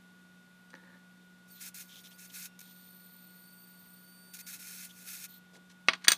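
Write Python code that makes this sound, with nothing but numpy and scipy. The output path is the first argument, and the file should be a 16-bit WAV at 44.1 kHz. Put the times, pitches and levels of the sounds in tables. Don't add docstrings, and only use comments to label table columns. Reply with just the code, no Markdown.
import sys
import numpy as np
from scipy import signal
from scipy.fft import rfft, irfft, next_fast_len
from scipy.io import wavfile

SR = 44100
rng = np.random.default_rng(int(sys.argv[2]) if len(sys.argv) > 2 else 0)


def master(y):
    cut = np.clip(np.atleast_2d(y).T, -1, 1)
    pcm = np.round(cut * 32767)
    wavfile.write(sys.argv[1], SR, pcm.astype(np.int16))


N = 272097
T = np.arange(N) / SR

# start and length in seconds, relative level in dB,
# seconds to rise 20 dB, seconds to fade 20 dB.
ARC_STRIKES = [(1.485, .11, -66, .02, .02), (1.614, .07, -46.3, .02, .02), (1.744, .07, -47.6, .003, .045),
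               (2.191, .07, -54, .02, .025), (2.349, .113, -46, .035, .02), (2.592, .003, -49, .002, .004),
               (2.605, .002, -47, .002, .003), (2.613, .003, -51, .002, .006),
               (4.338, .011, -47, .004, .03), (4.368, .004, -51, .01, .011),
               (4.391, .022, -48.5, .013, .007), (4.468, .084, -47, .006, .045),
               (4.598, .056, -50.3, .025, .05), (4.674, .18, -48, .07, .04), (4.988, .032, -55, .1, .1),
               (5.085, .062, -45, .06, .06), (5.16, .072, -48.3, .02, .02), (5.243, .013, -45, .03, .013)]
# frequency in Hz, relative spectral level in dB.
ARC_SPECTRUM = [(410, -65), (700, -18.5), (1060, -25), (1420, -2), (1530, -7), (2590, -3), (3220, -8.5),
                (4060, -2.5), (5960, -4), (6430, 1.5), (7320, -5), (8750, 0), (15000, -3.5)]
# centre and width in Hz, gain in dB.
ARC_REFLECTIONS = [(2580, 67, 7), (2920, 72, -7.5), (4950, 320, -2), (5480, 130, 3.5), (6000, 130, -3),
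                   (6200, 170, 1.5), (8160, 170, -0.5), (8850, 250, -1), (9570, 230, -9), (11430, 200, 2),
                   (11530, 200, -4.5), (12900, 110, 2)]
# time in seconds, free pulse rate in Hz.
HOVER_RATES = [(2.68, 4436), (3.0, 4415), (3.3, 4402), (3.45, 4492), (3.62, 4537), (3.8, 4471),
               (4.02, 4506), (4.15, 4567), (4.29, 4564)]
# start and length in seconds, relative level in dB,
# first, middle and last free pulse rate in Hz, unsteadiness from 0 to 1.
WHISTLES = [(1.508, .092, -64, 4600, 4250, 3950, .65), (1.852, .175, -69.5, 4800, 4150, 4600, .95),
            (2.05, .115, -68, 4100, 4120, 4950, .62), (2.275, .058, -68.5, 4650, 4200, 4950, .9),
            (4.88, .072, -71, 4740, 4150, 5050, .92), (5.29, .085, -62.5, 4330, 4170, 4230, .96)]
# start and length in seconds, level in dB, peak frequency in Hz.
PIN_SPUTTERS = [(1.545, .07, -64, 3750), (1.884, 0.076, -58.5, 3350), (1.949, 0.06, -56, 3450),
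                (2.037, 0.043, -56, 3420), (2.108, 0.027, -59.5, 3160), (2.296, 0.016, -57.5, 3300),
                (2.6, .14, -65, 3660), (2.738, 0.17, -69.5, 3700), (4.889, 0.033, -57.5, 3300),
                (5.28, 0.1, -66.5, 3910)]
# start and length in seconds, level in dB, pitch in Hz.
THIN_TONES = [(2.21, .05, -68, 2690), (2.49, .07, -74, 2770)]
# start in seconds, relative table and glass levels in dB,
# hardness as a low-pass corner in Hz.
CONTACTS = [(.7035, -77, -51, 9000), (.751, -48, -49.5, 5060), (5.554, -52, -51, 6000),
            (5.702, -52, -66, 7050), (5.8758, -57, -50, 9000), (5.8846, -5.8, -18.5, 4400),
            (5.934, -23, -29, 5000), (5.952, -41, -39, 5000), (6.043, -41, -37, 7000),
            (6.0467, -32, -29, 7100), (6.0723, -24.5, -34, 2970), (6.0819, -11, -4.5, 14000),
            (6.104, -24, -18.5, 8000), (6.113, -28, -31, 3000), (6.1184, -20.5, -10.5, 14000),
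            (6.132, -27, -23.5, 9000)]
# frequency in Hz, relative level in dB, seconds to fade 60 dB.
TABLE_MODES = [(263, -29, .15), (335, -17, 0.072), (654, -18, 0.13), (800, -20, 0.06), (1153, -5.5, 0.076),
               (1455, -19, 0.12), (1617, -6.5, 0.068), (1882, 3, 0.033), (2180, 1, 0.044),
               (2478, -3, 0.037), (2800, -30, 0.049), (3340, -8, 0.071), (3887, -25, 0.083),
               (4570, -19, .1), (4670, -19, .085), (6309, -27, .09)]
GLASS_MODES = [(1642, -3.5, 0.061), (2540, -3, 0.047), (2900, -4, 0.046), (3325, -12, .1),
               (3420, -9.5, 0.12), (3840, -2, 0.046), (4466, 5, 0.018), (4670, -0.5, 0.05),
               (5680, -1, 0.022), (6085, 0.5, .035), (6400, -16, 0.044), (6800, -8, 0.044), (6980, -8, .06),
               (8100, -14, .07), (8700, -2, 0.095), (15000, -1, .065), (15010, -9, .09)]
HELD_MODES = [(250, -11, 0.077), (343, -15, 0.073), (545, -10, .04), (880, -9.5, 0.031), (1765, 4.5, 0.011),
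              (1930, -16, .015), (3960, -10, 0.0083)]
# frequency in Hz, relative spectral level in dB.
KNOCK_SPECTRUM = [(50, -48), (110, -31), (250, -12.5), (600, -21), (1050, -4), (2100, -1.5), (3200, -4.5),
                  (4700, -5.5), (6200, -14), (7500, -36), (10000, -13.5), (15000, -43)]
CLINK_SPECTRUM = [(100, -45), (400, -30), (1100, -9), (1650, -4.5), (2300, -10), (3400, -6), (4500, 1),
                  (5100, -12), (6200, 0), (7500, -11), (8600, -3.5), (11300, -18.5), (13500, -11.5),
                  (15000, -6.5)]
# start in seconds, relative level in dB.
GRIP_JOLTS = [(0.7328, -49), (0.7407, -39), (0.7535, -54), (0.8378, -51)]
# start and length in seconds, level in dB.
FINGER_CREEPS = [(.755, .015, -58), (.8, .11, -64), (.932, .025, -59.5)]
# start and length in seconds, relative level in dB, centre in Hz.
SLIDES = [(5.516, 0.085, -63.5, 392), (5.528, 0.053, -62.5, 4000), (5.693, 0.037, -60.5, 3530),
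          (6.005, 0.06, -59, 1900)]
# frequency in Hz, seconds to fade 60 dB.
ROOM_DECAY = [(150, 0.31), (500, 0.31), (1500, 0.13), (4000, 0.17), (9000, 0.12), (15000, 0.2)]
# frequency in Hz, rms level in dB.
MOTOR_LINES = [(120.7, -88), (181.2, -62), (241.6, -77), (1147, -81.5), (1448, -65), (1933, -84.5),
               (3620, -81)]
# frequency in Hz, relative spectral level in dB.
AIR_SPECTRUM = [(25, -24), (60, -13), (110, -6), (170, 1.5), (280, -3), (450, -8), (900, -10), (2000, -12),
                (3500, -13), (5500, -19), (9000, -21), (13700, -23), (14600, -30)]

SUPPLY_HZ = 18298
HOVER_START_S, HOVER_LENGTH_S = 2.625, 1.84
WHISTLE_RISE_S, WHISTLE_FADE_S = .012, .025


def arc(level_db=3, flicker_db=.94):
    def colour(f):
        ripple = sum(db * np.exp(-.5 * ((f - hz) / width) ** 2) for hz, width, db in ARC_REFLECTIONS)
        return read(ARC_SPECTRUM, f) + ripple
    hiss = spark_strength() * amp(level_db + flicker_db * drift(160)) * noise(colour, N)
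    return bench_echoes(hiss, db=-8, t60=.035)


def spark_strength(hover_db=-76, whistle_db=-72, below_sputter_db=4.5, sag_db=1.7):
    faint = [(HOVER_START_S, HOVER_LENGTH_S, hover_db)]
    faint += [(s, length, whistle_db) for s, length, *_ in WHISTLES]
    faint += [(s, length, db - below_sputter_db) for s, length, db, _ in PIN_SPUTTERS]
    gain = np.max([amp(db) * envelope(s, length) for s, length, db in faint], axis=0)
    for s, length, db, rise_s, fade_s in ARC_STRIKES:
        sag = sag_db * np.sin(np.pi * progress(s, length))
        gain = np.maximum(gain, amp(db - sag) * envelope(s, length, rise_s, fade_s))
    return gain


def corona(wander_hz=25, reach_hz=380):
    rate, gain, unsteady = corona_state()
    rough = np.clip(unsteady, 0, 1) ** 2
    near_lock = np.exp(-((rate - SUPPLY_HZ / 4) / reach_hz) ** 2)
    rate = rate + wander_hz * rough * drift(25.3)

    def line(hz, width_hz):
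        pure = (1 - rough) ** 2 * np.sqrt(2) * np.sin(phase(hz))
        blur = np.sqrt(2 * rough * (1 - rough))
        return pure + blur * fuzzy(hz, width_hz / 4) + rough * fuzzy(hz, width_hz)
    fundamental = amp(-1.5 - 5.5 * rough) * line(rate, 190)
    half_supply = near_lock * amp(-2.5) * line(SUPPLY_HZ / 2 - 150 * rough ** 2, 350)
    beat = amp(-3 + 9 * rough ** .25) * line(SUPPLY_HZ - rate, 115)
    high_skirt = rough ** .25 * amp(-3) * fuzzy(12800, 800)
    low_skirt = rough * amp(-5) * fuzzy(rate - 550, 460)
    side_tone = near_lock * amp(-9.5) * fuzzy(8331, 30)
    return gain * (fundamental + half_supply + beat + high_skirt + low_skirt + side_tone)


def corona_state(hover_db=-66, hover_unsteady=.95, lock_hz=55, lock_gain_db=1.5, duck_db=-6):
    rate = np.interp(T, *np.transpose(HOVER_RATES))
    gain = amp(hover_db) * envelope(HOVER_START_S, HOVER_LENGTH_S)
    unsteady = hover_unsteady
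    for s, length, db, first_hz, middle_hz, last_hz, glide_unsteady in WHISTLES:
        glide = amp(db) * envelope(s, length)
        arch = np.polyfit([0, .5, 1], [first_hz, middle_hz, last_hz], 2)
        rate = np.where(glide > gain, np.polyval(arch, progress(s, length)), rate)
        unsteady = np.where(glide > gain, glide_unsteady, unsteady)
        gain = np.maximum(glide, gain)
    rasp = sum(amp(db) * envelope(s, length, fade_s=WHISTLE_RISE_S) for s, length, db, _ in PIN_SPUTTERS)
    broken = rasp ** 4 / (rasp ** 4 + (2 * gain) ** 4)
    off_hz = rate - SUPPLY_HZ / 4
    lock = 1 / (1 + (off_hz / lock_hz) ** 2)
    gain = gain * amp(lock_gain_db * lock + duck_db * broken)
    return rate - lock * off_hz, gain, unsteady * (1 - lock)


def sputter(flicker_db=1.7):
    peak_multiples = [.45, .76, .93, 1.07, 1.27, 1.85, 2.2, 4.4]
    colour_db = [-18, -9, 3.5, 3, -7.5, -5.5, -19, -24]
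    out = np.zeros(N)
    for s, length, db, hz in PIN_SPUTTERS:
        size = round(length * SR)
        rasp = noise(lambda f: np.interp(f / hz, peak_multiples, colour_db), SR)[:size]
        add(out, s, amp(db) * rasp * signal.windows.tukey(size, .35))
    return out * amp(flicker_db * drift(150))


def thin_tones(octave_db=-5):
    out = np.zeros(N)
    for s, length, db, hz in THIN_TONES:
        tone = fuzzy(hz, 11) + amp(octave_db) * fuzzy(2 * hz, 28)
        out += amp(db) * envelope(s, length, rise_s=.025, fade_s=.025) * tone
    return out


def tube_knocks():
    out = np.zeros(N)
    for s, knock_db, clink_db, corner_hz in CONTACTS:
        knock = struck(TABLE_MODES, KNOCK_SPECTRUM, ring_db=-13.5, crack_db=-7, t60=.04, room_db=-23)
        clink = struck(GLASS_MODES, CLINK_SPECTRUM, ring_db=-14, crack_db=-4, t60=.028, room_db=-24.5)
        softness = signal.butter(2, corner_hz, fs=SR)
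        add(out, s, signal.lfilter(*softness, amp(knock_db) * knock + amp(clink_db) * clink))
    return out


def struck(modes, spectrum, ring_db, crack_db, t60, room_db):
    t = np.arange(SR // 2) / SR
    crack = noise(lambda f: read(spectrum, f), len(t)) * amp(-60 * t / t60)
    return amp(ring_db) * ring(modes) + amp(crack_db) * crack + amp(room_db) * room_tail(spectrum, t)


def grip(slips_per_s=900):
    body = ring(HELD_MODES)
    slips = rng.standard_normal(N) * (rng.random(N) < slips_per_s / SR)
    creeps = [amp(db) * envelope(s, length, rise_s=.025, fade_s=.06) for s, length, db in FINGER_CREEPS]
    out = unit_rms(signal.oaconvolve(slips, body)[:N]) * np.max(creeps, axis=0)
    for s, db in GRIP_JOLTS:
        add(out, s, amp(db) * body)
    return out


def rubs(grain_db=3):
    out = np.zeros(N)
    for s, length, db, hz in SLIDES:
        size = round(length * SR)
        slide = noise(lambda f: -5 * np.log2((f + 1) / hz) ** 2, SR)[:size]
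        add(out, s, amp(db) * slide * signal.windows.tukey(size, .5))
    return out * amp(grain_db * (drift(200) - .5))


def bench_echoes(x, db, t60):
    t = np.arange(SR // 30) / SR
    taps = rng.standard_normal(len(t)) * (rng.random(len(t)) < .1)
    taps *= (t > .001) * amp(-60 * t / t60)
    echoes = signal.oaconvolve(x, taps / np.linalg.norm(taps))[:len(x)]
    return (x + amp(db) * echoes) / np.sqrt(1 + amp(2 * db))


def room_tail(spectrum, t, build_s=.0072):
    hz, times, bands = signal.stft(noise(lambda f: read(spectrum, f), len(t)), SR, nperseg=256)
    decay = amp(-60 * times / read(ROOM_DECAY, hz)[:, None])
    tail = signal.istft(bands * decay, SR, nperseg=256)[1][:len(t)]
    return tail * (1 - np.exp(-t / build_s))


def motor(waver=.1, sway_rad=.12):
    out = np.zeros(N)
    for hz, db in MOTOR_LINES:
        tone = np.sqrt(2) * np.sin(2 * np.pi * hz * T + sway_rad * drift(2))
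        out += amp(db) * tone * (1 + waver * drift(11))
    return out


def room_tone(level_db=-65.5):
    return amp(level_db) * noise(lambda f: read(AIR_SPECTRUM, f), N)


def ring(modes):
    t = np.arange(SR // 2) / SR
    return sum((-1) ** k * amp(db - 60 * t / t60) * np.sin(2 * np.pi * hz * t)
               for k, (hz, db, t60) in enumerate(modes))


def fuzzy(hz, width_hz):
    smear = drift(width_hz) + 1j * drift(width_hz)
    return unit_rms((smear * np.exp(1j * phase(hz))).real)


def phase(hz):
    return 2 * np.pi * np.cumsum(hz * np.ones(N)) / SR


def drift(hz):
    return noise(lambda f: -10 * np.log10(1 + (f / hz) ** 4), N)


def noise(shape_db, size):
    padded = next_fast_len(size, True)
    hz = np.fft.rfftfreq(padded, 1 / SR)
    shaped = rfft(rng.standard_normal(padded)) * amp(shape_db(hz))
    return unit_rms(irfft(shaped, padded)[:size])


def envelope(start, length, rise_s=WHISTLE_RISE_S, fade_s=WHISTLE_FADE_S):
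    outside = np.maximum((start - T) / rise_s, (T - start - length) / fade_s)
    return amp(-20 * np.clip(outside, 0, 10))


def progress(start, length):
    return np.clip((T - start) / length, 0, 1)


def read(points, hz):
    f, value = np.transpose(points)
    return np.interp(np.log(hz + 1), np.log(f + 1), value)


def add(mix, s, sound):
    part = mix[round(s * SR):][:len(sound)]
    part += sound[:len(part)]


def amp(db):
    return 10 ** (np.asarray(db) / 20)


def unit_rms(x):
    return x / np.sqrt(np.mean(x ** 2) + 1e-20)


def scene(low_cut_hz=150):
    low_cut = signal.butter(3, low_cut_hz, "high", fs=SR)
    handling = signal.lfilter(*low_cut, grip() + rubs() + tube_knocks())
    background = motor() + room_tone()
    mix = arc() + corona() + thin_tones() + sputter() + handling + background
    return np.array([mix, mix])


def record(dry, edge_hz=15400):
    rounded = dry / (1 + dry ** 6) ** (1 / 6)
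    band_limit = signal.firwin(511, edge_hz, window=("kaiser", 9), fs=SR)
    return signal.oaconvolve(rounded, band_limit[None], "same")


dry = scene()
out = record(dry)
master(out)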